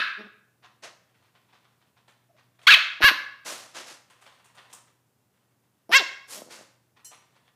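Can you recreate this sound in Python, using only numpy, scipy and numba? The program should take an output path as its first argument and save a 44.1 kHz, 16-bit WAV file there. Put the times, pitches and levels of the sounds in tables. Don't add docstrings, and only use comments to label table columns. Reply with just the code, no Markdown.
import sys
import numpy as np
from scipy import signal
from scipy.fft import rfft, irfft
from scipy.io import wavfile
from scipy.ndimage import uniform_filter1d, minimum_filter1d
from numba import njit

SR = 44100
rng = np.random.default_rng(int(sys.argv[2]) if len(sys.argv) > 2 else 0)


def store_wav(level_fs):
    pcm = np.round(np.clip(np.atleast_2d(level_fs), -1, 1) * 32767)
    wavfile.write(sys.argv[1], SR, pcm.T.astype(np.int16))


N = 333207
LEAD = SR // 5
TIME = np.arange(-LEAD, N) / SR
TOP_HZ = 15400

# start in seconds, held level in dB, pitch as a factor on the usual course.
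YIPS = [(-.105, -13, 1.02), (2.668, -10, 1.025)]
# seconds after its
# start, pitch in Hz before the factor of that yip, roughness from 0 to 1, mouth resonance in Hz.
YIP_COURSE = [(0, 1000, .05, 1100), (.009, 1130, .35, 1300), (.018, 1510, .35, 1550),
              (.034, 1660, .3, 1650), (.04, 1280, .8, 2600), (.064, 1260, .4, 2480),
              (.076, 1040, .12, 3120), (.085, 820, .2, 1300), (.114, 560, .2, 700)]
YIP_ATTACK_S, YIP_HOLD_S, YIP_RELEASE_S = .004, .074, .008
YIP_ONSET_DB, YIP_RELEASE_DB, YIP_END_DB = -13.5, -18, -31.5
# frequency in Hz, relative gain in dB.
FIRST_YIP_THROAT = [(500, -32.5), (900, -24), (1250, -2.5), (1650, 8), (2100, -8.5), (2600, 0), (3150, -11),
                    (3700, -3), (5500, -23.5), (7500, -37.5), (11500, -30.5), (15000, -53)]
SHRILL_YIP_THROAT = [(550, -18.5), (1050, -15), (1500, -2.5), (2500, -0.5), (3200, -3), (4300, -4.5),
                     (5200, -16.5), (6500, -18), (8000, -27.5), (12500, -29.5), (15000, -29.5)]
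FIRST_BARK_THROAT = [(200, -18), (560, -25.5), (1120, -5.5), (1700, 0), (2250, -6), (2850, -2),
                     (3400, -10.5), (4000, -6), (5200, -15), (7500, -33), (9500, -33), (12000, -24),
                     (15000, -38.5)]
LAST_BARK_THROAT = [(200, -22), (530, -20), (1080, -6), (1650, -6.5), (2200, -10), (2700, -4), (3300, -7),
                    (4300, -11), (5400, -12.5), (6600, -22), (8500, -29.5), (9800, -42), (12000, -24),
                    (15000, -39)]
CLOSED_MUZZLE = [(90, -30.5), (210, 1), (450, -4.5), (700, -5.5), (1000, -13), (2500, -29), (4000, -40),
                 (5400, -18), (7500, -54), (11500, -31), (15000, -52)]
# frequency in Hz, time to fall by 60 dB in seconds.
ROOM_T60 = [(150, 0.42), (700, 0.61), (1600, 0.62), (3000, 0.52), (5500, 0.52), (9000, .42), (15000, 0.27)]
# frequency in Hz, relative gain in dB.
AIR_COLOUR = [(35, -39), (60, -17), (90, 2.5), (130, 5), (250, 1.5), (500, -4.5), (1000, -9), (2000, -15),
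              (4000, -19), (8000, -17.5), (14000, -18.5)]
AIR_DB = -71

# start in seconds, length in seconds,
# level of the added rustle in dB before its flutter, treble against middle of its brushes in dB before a trim.
BOUTS = [(1.111, 0.83, -77.5, -30), (4.147, 0.65, -71, -3), (5.335, .14, -85, -9), (7.175, .39, -78, -16)]
STILL_DB, STILL_TREBLE_DB = -87, -15
BRUSHES_PER_S, BRUSH_DB, BRUSH_SPREAD_DB = 6, 8, 4
BRUSH_RISE_S, SCUFF_FADE_S = .012, .025
# start in seconds, level in dB,
# treble against middle in dB before a trim, rise in seconds.
SCUFFS = [(0.62, -53, -34, 0.029), (1.525, -59, -35, 0.012), (1.958, -62, -30, 0.018),
          (2.075, -56.5, -10, 0.013), (2.36, -59.5, -28, .03), (2.588, -58, -16.5, .002),
          (2.61, -56.5, -8.5, 0.026), (4.099, -55.5, -4, .002), (4.261, -53, -12, 0.0021),
          (4.441, -59, 1, 0.0082), (4.567, -51, -20, 0.018), (4.727, -50.5, 7, 0.0025),
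          (4.865, -66.5, -15, 0.0082), (6.958, -57.5, -26, 0.017), (7.103, -52, -25, .03)]
# frequency in Hz, relative gain in dB.
SCUFF_COLOUR = [(250, -11), (550, -3), (1000, 1), (1800, -3), (3500, -5), (6000, -17), (9000, -28.5),
                (15000, -37.5)]
SCUFF_TREBLE = [(3000, -24.5), (6000, -2.5), (9000, 1.5), (11500, -10), (15000, -14)]

# start in seconds, length in seconds,
# top pitch in Hz, top level in dB, roughness from 0 to 1, nasal resonance in Hz.
MUTTERS = [(0.169, 0.073, 211.5, -43, 0.16, 370), (0.228, 0.062, 207.3, -48, 0.17, 215),
           (2.282, 0.046, 685, -63, 0.3, 700), (2.33, 0.05, 628.5, -64, .18, 621),
           (6.341, 0.088, 197.7, -47.5, 0.36, 630), (6.395, 0.049, 80.7, -46, 0.48, 564),
           (6.448, 0.059, 87.3, -51, 0.5, 546), (6.554, 0.109, 104.3, -54, .3, 583)]
MUTTER_EDGE_DB, MUTTER_SAG = -26, 0.1

# start in seconds, level in dB, rise in seconds, hold in seconds,
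# fade in seconds, tilt of the upper hiss in dB per octave.
HUFFS = [(0.819, -40.5, 0.021, 0.0039, 0.033, -6), (3.443, -35.5, 0.028, 0.035, 0.072, 1.5),
         (3.733, -40, 0.029, 0.023, 0.053, -3), (3.851, -46.5, 0.03, 0.042, 0.037, 0.5),
         (6.263, -40, 0.082, 0.015, 0.037, 7), (6.486, -44, 0.04, 0.0056, 0.061, 0)]
# frequency in Hz, relative gain in dB.
HUFF_COLOUR = [(88, -43), (150, -18.5), (350, -3), (409, -11), (486, -0.5), (787, -4), (850, -2.5),
               (918, -3), (2230, -5.5), (6430, -7), (11000, -15.5), (15000, -30)]

# seconds after the start of the call, frequency in Hz.
YIP_LIPS = [(.004, 3200), (.02, 4400), (.036, 4350), (.046, 3750), (.068, 3550), (.082, 2500)]
BARK_LIPS = [(.038, 10050), (0.062, 9300), (0.083, 6100), (.093, 3900), (.108, 3610)]
# start in seconds, rise in seconds, fall in seconds, jaws open after seconds,
# jaws shut after seconds, top pitch in Hz, level in dB at full effort with jaws open,
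# roughness added away from the top of the effort, open mouth resonance in Hz, level of the puff in dB.
BARKS = [(3.004, .061, .057, .015, .103, 571.9, -9.5, .75, 1702, -24),
         (5.892, .075, .063, 0.031, 0.086, 550.6, -10.5, 0.3, 2050, -45)]
SLACK_HZ = 300
SHUT_MOUTH_HZ, FORCED_MOUTH_HZ = 610, 675.6
EFFORT_POWER, JAW_S = 1.65, 0.0042
SLACK_DB, SHUT_DB = -9.5, -17
CLEAR_EFFORT, CLEARING_EFFORT, CLEAR_ROUGHNESS = .87, .25, .08
FALL_ROUGHNESS = 0.81
PUFF_SHARE, PUFF_S = .65, .003
# frequency in Hz, relative gain in dB.
PUFF_COLOUR = [(40, -4.5), (200, -9), (500, -13.5), (1500, -36)]

# mode in Hz, relative level in dB, time to fall by 60 dB in seconds.
COLLAR = [(3020, -8, 0.14), (4200, -5.5, 0.088), (5160, -7, 0.086), (5530, -19, .1), (5800, 5.5, 0.053),
          (6100, -20, .15), (6500, -0.5, 0.073), (7500, -2, 0.11), (7850, -2, 0.22), (9500, -25, 0.17),
          (10680, 0.5, 0.11), (10850, -6, .1), (12300, -15, .1), (13200, -3.5, .1), (14100, -12, .08)]


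def undb(db):
    return 10 ** (np.asarray(db) / 20)


def unit(x):
    return x / np.sqrt(np.mean(x ** 2) + 1e-18)


def noise(size):
    return rng.standard_normal(size)


def on_log_axis(points, hz):
    f, value = np.transpose(points)
    return np.interp(np.log(np.maximum(hz, 1)), np.log(f), value)


def colour(x, points):
    size = 2048
    hz = np.arange(size // 2 + 1) * SR / size
    low_cut = 1 + (0.38 * points[0][0] / np.maximum(hz, 10)) ** 2
    log_gain = np.log(undb(on_log_axis(points, hz)) / low_cut)
    cepstrum = irfft(log_gain)
    cepstrum[1:size // 2] *= 2
    cepstrum[size // 2 + 1:] = 0
    impulse = irfft(np.exp(rfft(cepstrum)))
    return signal.oaconvolve(x, impulse)[:len(x)]


def wander(size, rate):
    knots = noise(size // 8 + 2)
    return np.interp(np.arange(size) * rate / SR, np.arange(len(knots)), knots) * np.sqrt(3 / 2)


@njit
def resonance(x, hz, width):
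    y, low_state, band_state = np.empty(len(x)), 0., 0.
    for i in range(len(x)):
        g, k = np.tan(np.pi * hz[i] / SR), width / hz[i]
        v = (band_state + g * (x[i] - low_state)) / (1 + g * (g + k))
        band_state = 2 * v - band_state
        low_state += 2 * g * v
        y[i] = k * v
    return y


def call(rows, throat, jitter, split, breath_db, mouth_db, mouth_width_hz,
         smear=0.75, order=2, airy_hz=7000, air_db=-3):
    s, *columns = np.transpose(rows)
    sounding = (TIME >= s[0]) & (TIME <= s[-1])
    t = TIME[sounding]
    hz, db, rough, mouth_hz = (np.interp(t, s, c) for c in columns)
    rough = np.clip(rough, 0, 1)
    hz = hz * np.exp(jitter * rough * wander(len(t), 1.2 * hz.mean()))
    phase = 2 * np.pi * np.cumsum(hz) / SR
    k = np.arange(1, int(TOP_HZ / hz.min()) + 1)[:, None]
    harmonics = np.cos(k * phase + smear * k * np.log(k)) * (k * hz < TOP_HZ)
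    pulses = unit(np.sum(harmonics / (1 + (k * hz / airy_hz) ** 4), axis=0))
    pulses *= 1 + rough * (split * np.cos(phase / order) + 1.3 * wander(len(t), hz.mean()))
    breath = noise(len(t)) * (1 + np.cos(phase)) * rough * undb(breath_db)
    hiss = unit(colour(noise(len(t)), [(airy_hz / 2, -24), (airy_hz, -6), (TOP_HZ, 0)]))
    source = pulses + breath + hiss * (1 + np.cos(phase) / 2) * undb(air_db)
    opening = np.clip((mouth_hz - 450) / 750, .02, 1) ** 2
    voice = opening * colour(source, throat) + (1 - opening) * 1.4 * colour(source, CLOSED_MUZZLE)
    voice = voice + undb(mouth_db) * resonance(voice, mouth_hz, float(mouth_width_hz))
    power = uniform_filter1d(voice ** 2, size=int(np.pi * SR / hz.mean()))
    voice /= np.sqrt(np.abs(power) + 1e-12)
    out = np.zeros(len(TIME))
    out[sounding] = voice * undb(db) * signal.windows.tukey(len(t), .03)
    return out


def yip_course(start, db, pitch):
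    s, hz, rough, mouth_hz = np.transpose(YIP_COURSE)
    t = np.linspace(0, s[-1], 200)
    corners = np.append(np.cumsum([0, YIP_ATTACK_S, YIP_HOLD_S, YIP_RELEASE_S]), s[-1])
    level = db + np.interp(t, corners, [YIP_ONSET_DB, 0, 0, YIP_RELEASE_DB, YIP_END_DB])
    glide = pitch * np.interp(t, s, hz)
    return np.column_stack([start + t, glide, level, np.interp(t, s, rough), np.interp(t, s, mouth_hz)])


def first_yip():
    return call(yip_course(*YIPS[0]), FIRST_YIP_THROAT, jitter=0.18, split=0.83, breath_db=15.0,
                mouth_db=-0.5, mouth_width_hz=200)


def room(x, gap_s, build_s):
    t = np.arange(SR) / SR
    hz = np.arange(SR // 2 + 1)
    spectrum = rfft(noise(SR))
    tail = 0
    for (_, t60), share in zip(ROOM_T60, np.eye(len(ROOM_T60))):
        band = on_log_axis(np.column_stack([np.array(ROOM_T60)[:, 0], share]), hz)
        tail = tail + irfft(spectrum * band, SR) * undb(-60 * t / t60)
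    tail *= np.clip((t - gap_s) / build_s, 0, 1)
    return signal.fftconvolve(x, unit(tail) / np.sqrt(SR))[:len(x)]


def background(hum_hz, hum_db):
    air = unit(colour(noise(len(TIME)), AIR_COLOUR)) * undb(AIR_DB)
    hum = unit(np.sin(2 * np.pi * hum_hz * TIME)) * undb(hum_db + 1.7 * wander(len(TIME), 5.7))
    return air + hum


def fibres(spectrum, grain_db):
    grains = noise(len(TIME)) * undb(grain_db * wander(len(TIME), 600))
    return unit(colour(grains, spectrum))


def brushes():
    rows = []
    for start, length, db, bright_db in BOUTS:
        for s in np.arange(start, start + length - .5 / BRUSHES_PER_S, 1 / BRUSHES_PER_S):
            at_s = s + .5 * rng.random() / BRUSHES_PER_S
            level = db + BRUSH_DB + BRUSH_SPREAD_DB * rng.standard_normal()
            rows.append((at_s, level, bright_db, BRUSH_RISE_S))
    return rows


def blanket(treble_trim_db):
    cloth = fibres(SCUFF_COLOUR, grain_db=3.0)
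    hiss = fibres(SCUFF_TREBLE, grain_db=3.5)
    restless = sum(undb(db) * ((TIME > start) & (TIME < start + length)) for start, length, db, _ in BOUTS)
    flutter = undb(4.3 * wander(len(TIME), 25))
    body = (undb(STILL_DB) + uniform_filter1d(restless, size=SR // 10)) * flutter
    treble = undb(STILL_TREBLE_DB) * body
    for s, db, bright_db, rise in SCUFFS + brushes():
        near = slice(*np.searchsorted(TIME, [s, s + .5]))
        age = TIME[near] - s
        fade = np.exp(-np.maximum(age - rise, 0) / SCUFF_FADE_S)
        stroke = undb(db) * np.minimum(age / rise, 1) * fade
        body[near] += stroke
        treble[near] += stroke * undb(bright_db + treble_trim_db)
    return body * cloth + treble * hiss


def mutter_course(start, length, hz, db, rough, nasal_hz):
    along = np.linspace(0, 1, 50)
    slack = (2 * along - 1) ** 2
    pitch = hz * (1 - MUTTER_SAG * slack)
    level = db + MUTTER_EDGE_DB * slack
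    return np.column_stack(np.broadcast_arrays(start + length * along, pitch, level, rough, nasal_hz))


def mutters():
    return sum(call(mutter_course(*row), CLOSED_MUZZLE, jitter=.33, split=.4, breath_db=0,
                    mouth_db=8, mouth_width_hz=130, smear=.3) for row in MUTTERS)


def huffs(flutter_db, hiss_hz=4000):
    out = np.zeros(len(TIME))
    t = np.arange(SR // 3) / SR
    for s, db, rise, hold, fade, tilt_db in HUFFS:
        swell = np.sin(np.pi / 2 * np.clip(t / rise, 0, 1)) ** 2
        shape = swell * np.exp(-np.maximum(t - rise - hold, 0) / fade)
        spectrum = [(hz, band_db + tilt_db * np.log2(max(hz / hiss_hz, 1))) for hz, band_db in HUFF_COLOUR]
        fluttering = noise(len(t)) * undb(flutter_db * wander(len(t), 264))
        start = LEAD + int(s * SR)
        out[start:start + len(t)] += unit(colour(fluttering, spectrum)) * shape * undb(db)
    return out


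def closing_lips(voice, start, sweep, db, width_hz):
    lips_hz = np.interp(TIME - start, *np.transpose(sweep))
    return voice + undb(db) * resonance(voice, lips_hz, float(width_hz))


def shrill_yip():
    voice = call(yip_course(*YIPS[1]), SHRILL_YIP_THROAT, jitter=0.075, split=1.4, breath_db=-4,
                 mouth_db=3, mouth_width_hz=390, smear=0.58, order=3, air_db=3.0)
    return closing_lips(voice, YIPS[1][0], YIP_LIPS, db=-4.5, width_hz=400)


def bark_course(start, rise, fall, opens, shuts, top_hz, db, rough, open_hz):
    t = np.linspace(0, rise + fall, 200)
    swell = np.interp(t, [0, rise, rise + fall], [0, 1, 0])
    effort = np.sin(np.pi / 2 * swell) ** EFFORT_POWER
    jaws = 1 / (1 + np.exp((opens - t) / JAW_S)) / (1 + np.exp((t - shuts) / JAW_S))
    hz = SLACK_HZ + (top_hz - SLACK_HZ) * effort
    level = db + SLACK_DB * (1 - effort) + SHUT_DB * (1 - jaws)
    roughness = CLEAR_ROUGHNESS + rough * np.clip((CLEAR_EFFORT - effort) / CLEARING_EFFORT, 0, 1)
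    roughness *= np.interp(t, [rise, rise + fall / 2], [1, FALL_ROUGHNESS])
    shut_hz = SHUT_MOUTH_HZ + FORCED_MOUTH_HZ * effort
    mouth_hz = shut_hz + (open_hz - shut_hz) * jaws
    return np.column_stack([start + t, hz, level, roughness, mouth_hz])


def first_bark():
    return call(bark_course(*BARKS[0][:-1]), FIRST_BARK_THROAT, jitter=0.06, split=0.3, breath_db=-1.5,
                mouth_db=2, mouth_width_hz=130, smear=1.4, airy_hz=6000, air_db=6.5)


def puffs():
    shape = 0
    for start, rise, *_, puff_db in BARKS:
        offset = TIME - start - PUFF_SHARE * rise
        shape = shape + undb(puff_db) * np.exp(-.5 * (offset / PUFF_S) ** 2)
    return shape * unit(colour(noise(len(TIME)), PUFF_COLOUR))


def last_bark():
    voice = call(bark_course(*BARKS[1][:-1]), LAST_BARK_THROAT, jitter=0.088, split=0.55, breath_db=3.0,
                 mouth_db=12, mouth_width_hz=350, smear=0.9, airy_hz=8040, air_db=1.5)
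    return closing_lips(voice, BARKS[1][0], BARK_LIPS, db=16.5, width_hz=840)


def collar(at_s, db, rattle_s, tick_db):
    t = np.arange(SR // 3) / SR
    contacts = noise(len(t)) * np.exp(-t / rattle_s)
    modes = sum(undb(mode_db - 60 * t / t60) * np.sin(2 * np.pi * hz * t) for hz, mode_db, t60 in COLLAR)
    ring = unit(signal.fftconvolve(contacts, modes)[:len(t)])
    tick = unit(colour(contacts, SCUFF_TREBLE))
    chink = ring + undb(tick_db) * tick
    return np.interp(TIME, at_s + t, chink, left=0, right=0) * undb(db)


def scene():
    # sound, level sent to the room in dB
    sources = [
        (first_yip(), -8),
        (blanket(treble_trim_db=-2), -5),
        (mutters(), -11),
        (huffs(flutter_db=1.5), -9),
        (shrill_yip(), -8),
        (first_bark(), -11),
        (last_bark(), -13),
        (collar(at_s=7.046, db=-57, rattle_s=0.022, tick_db=-2), -2)]
    direct = sum(sound for sound, _ in sources) + puffs()
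    walls = room(sum(sound * undb(db) for sound, db in sources), gap_s=0.0009, build_s=0.0043)
    return (direct + walls + background(hum_hz=120.7, hum_db=-75.5))[None, LEAD:]


def record(dry):
    limit, ceiling = .95, .85
    gain = minimum_filter1d(limit / np.maximum(np.abs(dry), limit), size=89)
    held = dry * uniform_filter1d(gain, size=89)
    rounded = held / (1 + (held / ceiling) ** 8) ** (1 / 8)
    top_cut = signal.ellip(10, .2, 80, TOP_HZ, fs=SR, output="sos")
    return signal.sosfilt(top_cut, rounded)


dry = scene()
out = record(dry)
store_wav(out)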